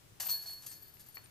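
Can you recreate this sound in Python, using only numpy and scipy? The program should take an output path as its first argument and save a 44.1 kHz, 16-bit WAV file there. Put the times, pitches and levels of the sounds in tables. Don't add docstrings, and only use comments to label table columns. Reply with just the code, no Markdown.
import sys
import numpy as np
from scipy import signal
from scipy.fft import rfft, irfft
from scipy.io import wavfile
from scipy.ndimage import uniform_filter1d

SR = 44100
rng = np.random.default_rng(int(sys.argv[2]) if len(sys.argv) > 2 else 0)


def waveform_to_disk(signal):
    frames = np.transpose(np.atleast_2d(signal))
    scaled = np.clip(frames, -1, 1) * 32767
    samples = np.round(scaled).astype(np.int16)
    wavfile.write(sys.argv[1], SR, samples)


N = 57330


def undb(db):
    return 10 ** (np.asarray(db) / 20)


def unit(x):
    return x / np.sqrt(np.mean(x ** 2) + 1e-20)


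def clock():
    return np.arange(N) / SR


def decay(t, t60):
    return np.exp(-np.log(1000) * t / t60)


def fade(start, rise, t60):
    age = clock() - start
    return np.clip(age / rise, 0, 1) * decay(np.maximum(age - rise, 0), t60)


def burst(t60):
    noise = rng.standard_normal(N) * decay(clock(), t60)
    return noise / np.linalg.norm(noise)


def ring(x, response):
    return signal.fftconvolve(x, response)[:N]


def over_bins(points):
    hz, value = np.array(points, float).T
    return np.interp(np.log(np.arange(N + 1) * SR / (2 * N) + 1), np.log(np.abs(hz) + 1), value)


def colour(x, spectrum):
    cepstrum = irfft(np.log(unit(undb(over_bins(spectrum)))))
    cepstrum[1:N] *= 2
    cepstrum[N + 1:] = 0
    return irfft(rfft(x, 2 * N) * np.exp(rfft(cepstrum)))[:N]


def wander(rate):
    hold = int(SR / rate)
    steps = np.repeat(rng.standard_normal(N)[:N // hold + 1], hold)
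    return unit(uniform_filter1d(steps, hold)[:N])


def pan(db):
    return undb(np.array([[db], [-db]]) / 2)


def contacts(per_s, scatter_db=2):
    size = undb(scatter_db * np.clip(rng.standard_normal(N), -2, 2)) * rng.choice([-1, 1], N)
    return unit(size * (rng.random(N) < per_s / SR))


# (f/Hz, relative level/dB)
RUMBLE_SPECTRUM = [(20, -7), (45, -10), (70, -2.5), (90, 2.5), (125, 1.5), (165, -2.5), (220, -14),
                   (400, -40.5), (1500, -60)]
AIR_SPECTRUM = [(25, -2.5), (100, 0.5), (200, -3.5), (350, -2.5), (550, -8), (900, -9.5), (2000, -12),
                (4000, -13.5), (10000, -15.5), (15500, -17)]
def outdoors(rumble_db=-68, air_db=-62):
    mid, side = (colour(rng.standard_normal(N), RUMBLE_SPECTRUM) for _ in range(2))
    rumble = (mid + .25 * side * np.array([[1], [-1]])) * undb(rumble_db + wander(3.6))
    air = np.array([colour(rng.standard_normal(N), AIR_SPECTRUM) for _ in range(2)])
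    return pan(4) * rumble + pan(2.5) * undb(air_db) * air


# (f/Hz, relative level/dB)
DRY_TICKS = [(0.9703, -54, 6), (1.169, -49, 6), (1.2594, -51, 7)]
TICK_SPECTRUM = [(200, -12), (800, 0), (2200, 0), (5000, -2), (7500, -9), (10000, -24), (15000, -32)]
def ticks():
    noise = sum(pan(side) * undb(db) * fade(start, rise=.0003, t60=.0049) * rng.standard_normal((2, N))
                for start, db, side in DRY_TICKS)
    return np.array([colour(channel, TICK_SPECTRUM) for channel in noise])


# (f/Hz, relative level/dB)
RUSTLE_SPECTRUM = [(200, -16), (600, -4), (1000, -1), (1800, 0), (2600, -3), (3300, -12), (9000, -24)]
def plip(onset_s=1.1694, right_lag_s=.00023, from_hz=400, to_hz=2550, glide_s=.0014):
    channels = []
    for start in (onset_s, onset_s + right_lag_s):
        age = np.maximum(clock() - start, 0)
        hz = to_hz + (from_hz - to_hz) * np.exp(-age / glide_s)
        phase = 2 * np.pi * np.cumsum(hz * (age > 0)) / SR
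        chirp = undb(-37) * fade(start, rise=.0026, t60=.009) * np.sin(phase)
        tail = undb(-54) * fade(start, rise=.0016, t60=.04)
        rustle = undb(-64) * fade(start, rise=.0026, t60=.75)
        channels.append(chirp + colour((tail + rustle) * contacts(per_s=2700), RUSTLE_SPECTRUM))
    return pan(7) * np.array(channels)


# (f/Hz, relative level/dB)
CHAIN_SPECTRUM = [(300, -27), (900, -7), (2000, -7.5), (3200, -7), (4800, 3), (7000, 2), (10500, 1.5),
                  (13000, 5.5), (14200, -14), (16000, -30)]
def chain_timbre(x):
    return colour(x, CHAIN_SPECTRUM)


# (t/s, level/dB, f/Hz)
LINK_CLINKS = [(0.222, -48, 8850), (0.252, -49, 8850), (0.268, -34, 12100), (0.424, -40, 12250),
               (0.505, -46.5, 8920), (0.530, -41.5, 11950), (0.598, -66, 11450), (0.694, -48, 8520),
               (0.754, -65, 11700), (0.823, -46, 11890), (0.881, -54, 11850), (0.938, -51, 11950),
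               (0.994, -55.5, 8850), (1.004, -50.5, 11660), (1.062, -54, 12300), (1.085, -48.5, 11800),
               (1.123, -58, 8800), (1.143, -47, 11950), (1.156, -46.5, 12050), (1.24, -52, 8950)]
def clinks(links=3, stagger_s=.0074, spread_hz=130):
    t, tones, touch = clock(), 0, 0
    for onset, db, hz in LINK_CLINKS:
        for k, (detune, turn) in enumerate(rng.random((links, 2))):
            start = onset + stagger_s * k * (.5 + turn)
            pitch = hz + spread_hz * (2 * detune - 1) * min(k, 1)
            envelope = undb(db) / (1 + k) * fade(start, rise=.0024, t60=.049)
            tones = tones + envelope * np.sin(2 * np.pi * (pitch * t + turn))
        touch = touch + undb(db - 16) * fade(onset, rise=.00064, t60=.072)
    return tones + chain_timbre(touch * rng.standard_normal(N))


# (t/s, duration/s, low tone level/dB, high tone level/dB)
STEEL_PUSHES = [(0.201, .006, -53.5, -45), (0.243, 0.027, -54.5, -44.5), (0.289, 0.0052, -40, -47),
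                (0.301, 0.017, -40, -34.5), (0.333, 0.015, -48.5, -51), (0.457, 0.0049, -48.5, -56.5),
                (0.47, 0.029, -44, -51.5), (0.694, 0.019, -57, -60), (0.742, 0.022, -66.5, -63),
                (0.806, 0.066, -73.5, -64.5), (1.147, 0.0076, -59.5, -55)]
# (f/Hz, relative level/dB, T60/s)
LOW_MODES = [(4371.5, 0, .31), (4334, -16, .31)]
HIGH_MODES = [(12061, 0, .15), (11955, -8, .3), (11900, -14, .3), (12100, -14, .15)]
def singing_steel(waver_db=2.6, waver_hz=69.86):
    t, tones = clock(), 0
    for k, modes in enumerate((LOW_MODES, HIGH_MODES)):
        for hz, db, t60 in modes:
            swell = sum(undb(dbs[k]) * fade(start, length, t60) for start, length, *dbs in STEEL_PUSHES)
            gain = undb(db + waver_db * wander(waver_hz))
            tones = tones + gain * swell * np.sin(2 * np.pi * (hz * t + rng.random()))
    return np.sqrt(2) * tones


# (t/s, level/dB, T60/s)
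DISC_KNOCKS = [(0.199, -45.5, 0.076), (0.23, -50.5, 0.074), (0.258, -50, 0.15), (0.286, -51.5, 0.074),
               (0.332, -64.5, 1), (0.456, -58, 0.048), (0.492, -67.5, 0.13), (0.633, -65, 0.24)]
# (f/Hz, relative level/dB)
CLATTER_SPECTRUM = [(200, -19.5), (480, -15.5), (720, 0.5), (920, -4), (1350, -9.5), (1730, -2.5),
                    (2200, -12), (2850, -4.5), (4000, -10), (9000, -40)]
SMACK_SPECTRUM = [(500, -20), (1000, -17), (1700, 6.5), (2800, 3), (4000, 3), (9000, -23)]
def disc(strands=8):
    force = sum(undb(db) * fade(start, .00033, t60) for start, db, t60 in DISC_KNOCKS)
    smack = undb(-47) * fade(DISC_KNOCKS[0][0], rise=.00036, t60=.06) * contacts(per_s=6000)
    clatter = sum(ring(force * contacts(per_s=1800 / strands), burst(t60=.014)) for _ in range(strands))
    return colour(clatter / np.sqrt(strands), CLATTER_SPECTRUM) + colour(smack, SMACK_SPECTRUM)


# (t/s, level/dB, rise/s, T60/s)
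CHAIN_SURGES = [(0.1984, -39, 0.0036, 0.049), (0.204, -49.5, .003, 0.76), (0.286, -42.5, 0.0094, 0.13),
                (0.345, -63, 0.09, 0.98), (0.456, -58, 0.0093, 0.39), (0.612, -60.5, 0.014, 0.45),
                (0.662, -44, 0.0018, 0.053), (0.7125, -54, 0.0019, 0.16), (0.9925, -59, 0.0018, 0.13),
                (1.056, -65.5, 0.0025, 0.11)]
def agitation():
    return np.sqrt(sum((undb(db) * fade(start, rise, t60)) ** 2 for start, db, rise, t60 in CHAIN_SURGES))


# (f/Hz, spread between links/Hz, relative level/dB, T60/s)
LINK_MODES = [(1730, 32.6, -19.5, 0.52), (4614, 220, -6, 0.15), (6710, 82, -10, 0.075),
              (8930, 110, -8, 0.16), (11850, 61.5, -4, 0.16), (11700, 45, -2.5, 0.12),
              (12100, 390, -5.5, .15), (12800, 35, -6, 0.42), (13650, 60, -22, 0.072)]
def jingle(links=16, hits_per_s=860):
    t, ringing = clock()[:N // 3], 0
    sway = undb(-56) * fade(CHAIN_SURGES[0][0], rise=.0044, t60=4.4)
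    force = np.hypot(undb(1.5) * agitation(), sway)
    for _ in range(links):
        link = 0
        for hz, spread, db, t60 in LINK_MODES:
            pitch = hz + spread * rng.standard_normal()
            link = link + undb(db) * np.sin(2 * np.pi * pitch * t) * decay(t, t60)
        ringing = ringing + ring(force * contacts(hits_per_s / links), link / np.linalg.norm(link))
    return ringing / np.sqrt(links)


def clash(strands=6, hits_per_s=1300, shimmer_db=-.5):
    t, collisions = clock()[:N // 4], 0
    force = agitation()
    for _ in range(strands):
        partials = sum(np.sin(2 * np.pi * hz * t) for hz in rng.uniform(1500, 15000, size=40))
        response = partials * decay(t, t60=.099)
        hits = force * contacts(hits_per_s / strands)
        crack = ring(hits, burst(t60=.0037))
        shimmer = undb(shimmer_db) * ring(hits, response / np.linalg.norm(response))
        collisions = collisions + crack + shimmer
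    return chain_timbre(collisions / np.sqrt(strands))


# (f/Hz, left minus right/dB)
LEVEL_DIFFERENCE = [(700, 0), (2400, 1), (4400, -3.5), (6000, 0), (8100, 4.5), (12000, 9), (15000, -17)]
# (f/Hz, lead of left/rad)
PHASE_DIFFERENCE = [(500, 0), (4400, .2), (7200, 1), (9700, 1.7), (11300, 4.3), (14000, 4.7)]
def scene(scatter_db=-5, scatter_t60_s=.29):
    rattle = clash() + jingle() + disc()
    basket = rattle + clinks() + singing_steel()
    channels = []
    for sign in (1, -1):
        direct = rfft(basket, 2 * N) * np.exp(.5j * sign * over_bins(PHASE_DIFFERENCE))
        scattered = undb(scatter_db) * rfft(ring(rattle, burst(scatter_t60_s)), 2 * N)
        balance = undb(sign * over_bins(LEVEL_DIFFERENCE) / 2)
        channels.append(irfft((direct + scattered) * balance)[:N])
    return np.array(channels) + ticks() + plip() + outdoors()


def record(dry):
    return signal.sosfilt(signal.ellip(10, .2, 80, 15400, fs=SR, output="sos"), dry)


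dry = scene()
out = record(dry)
waveform_to_disk(out)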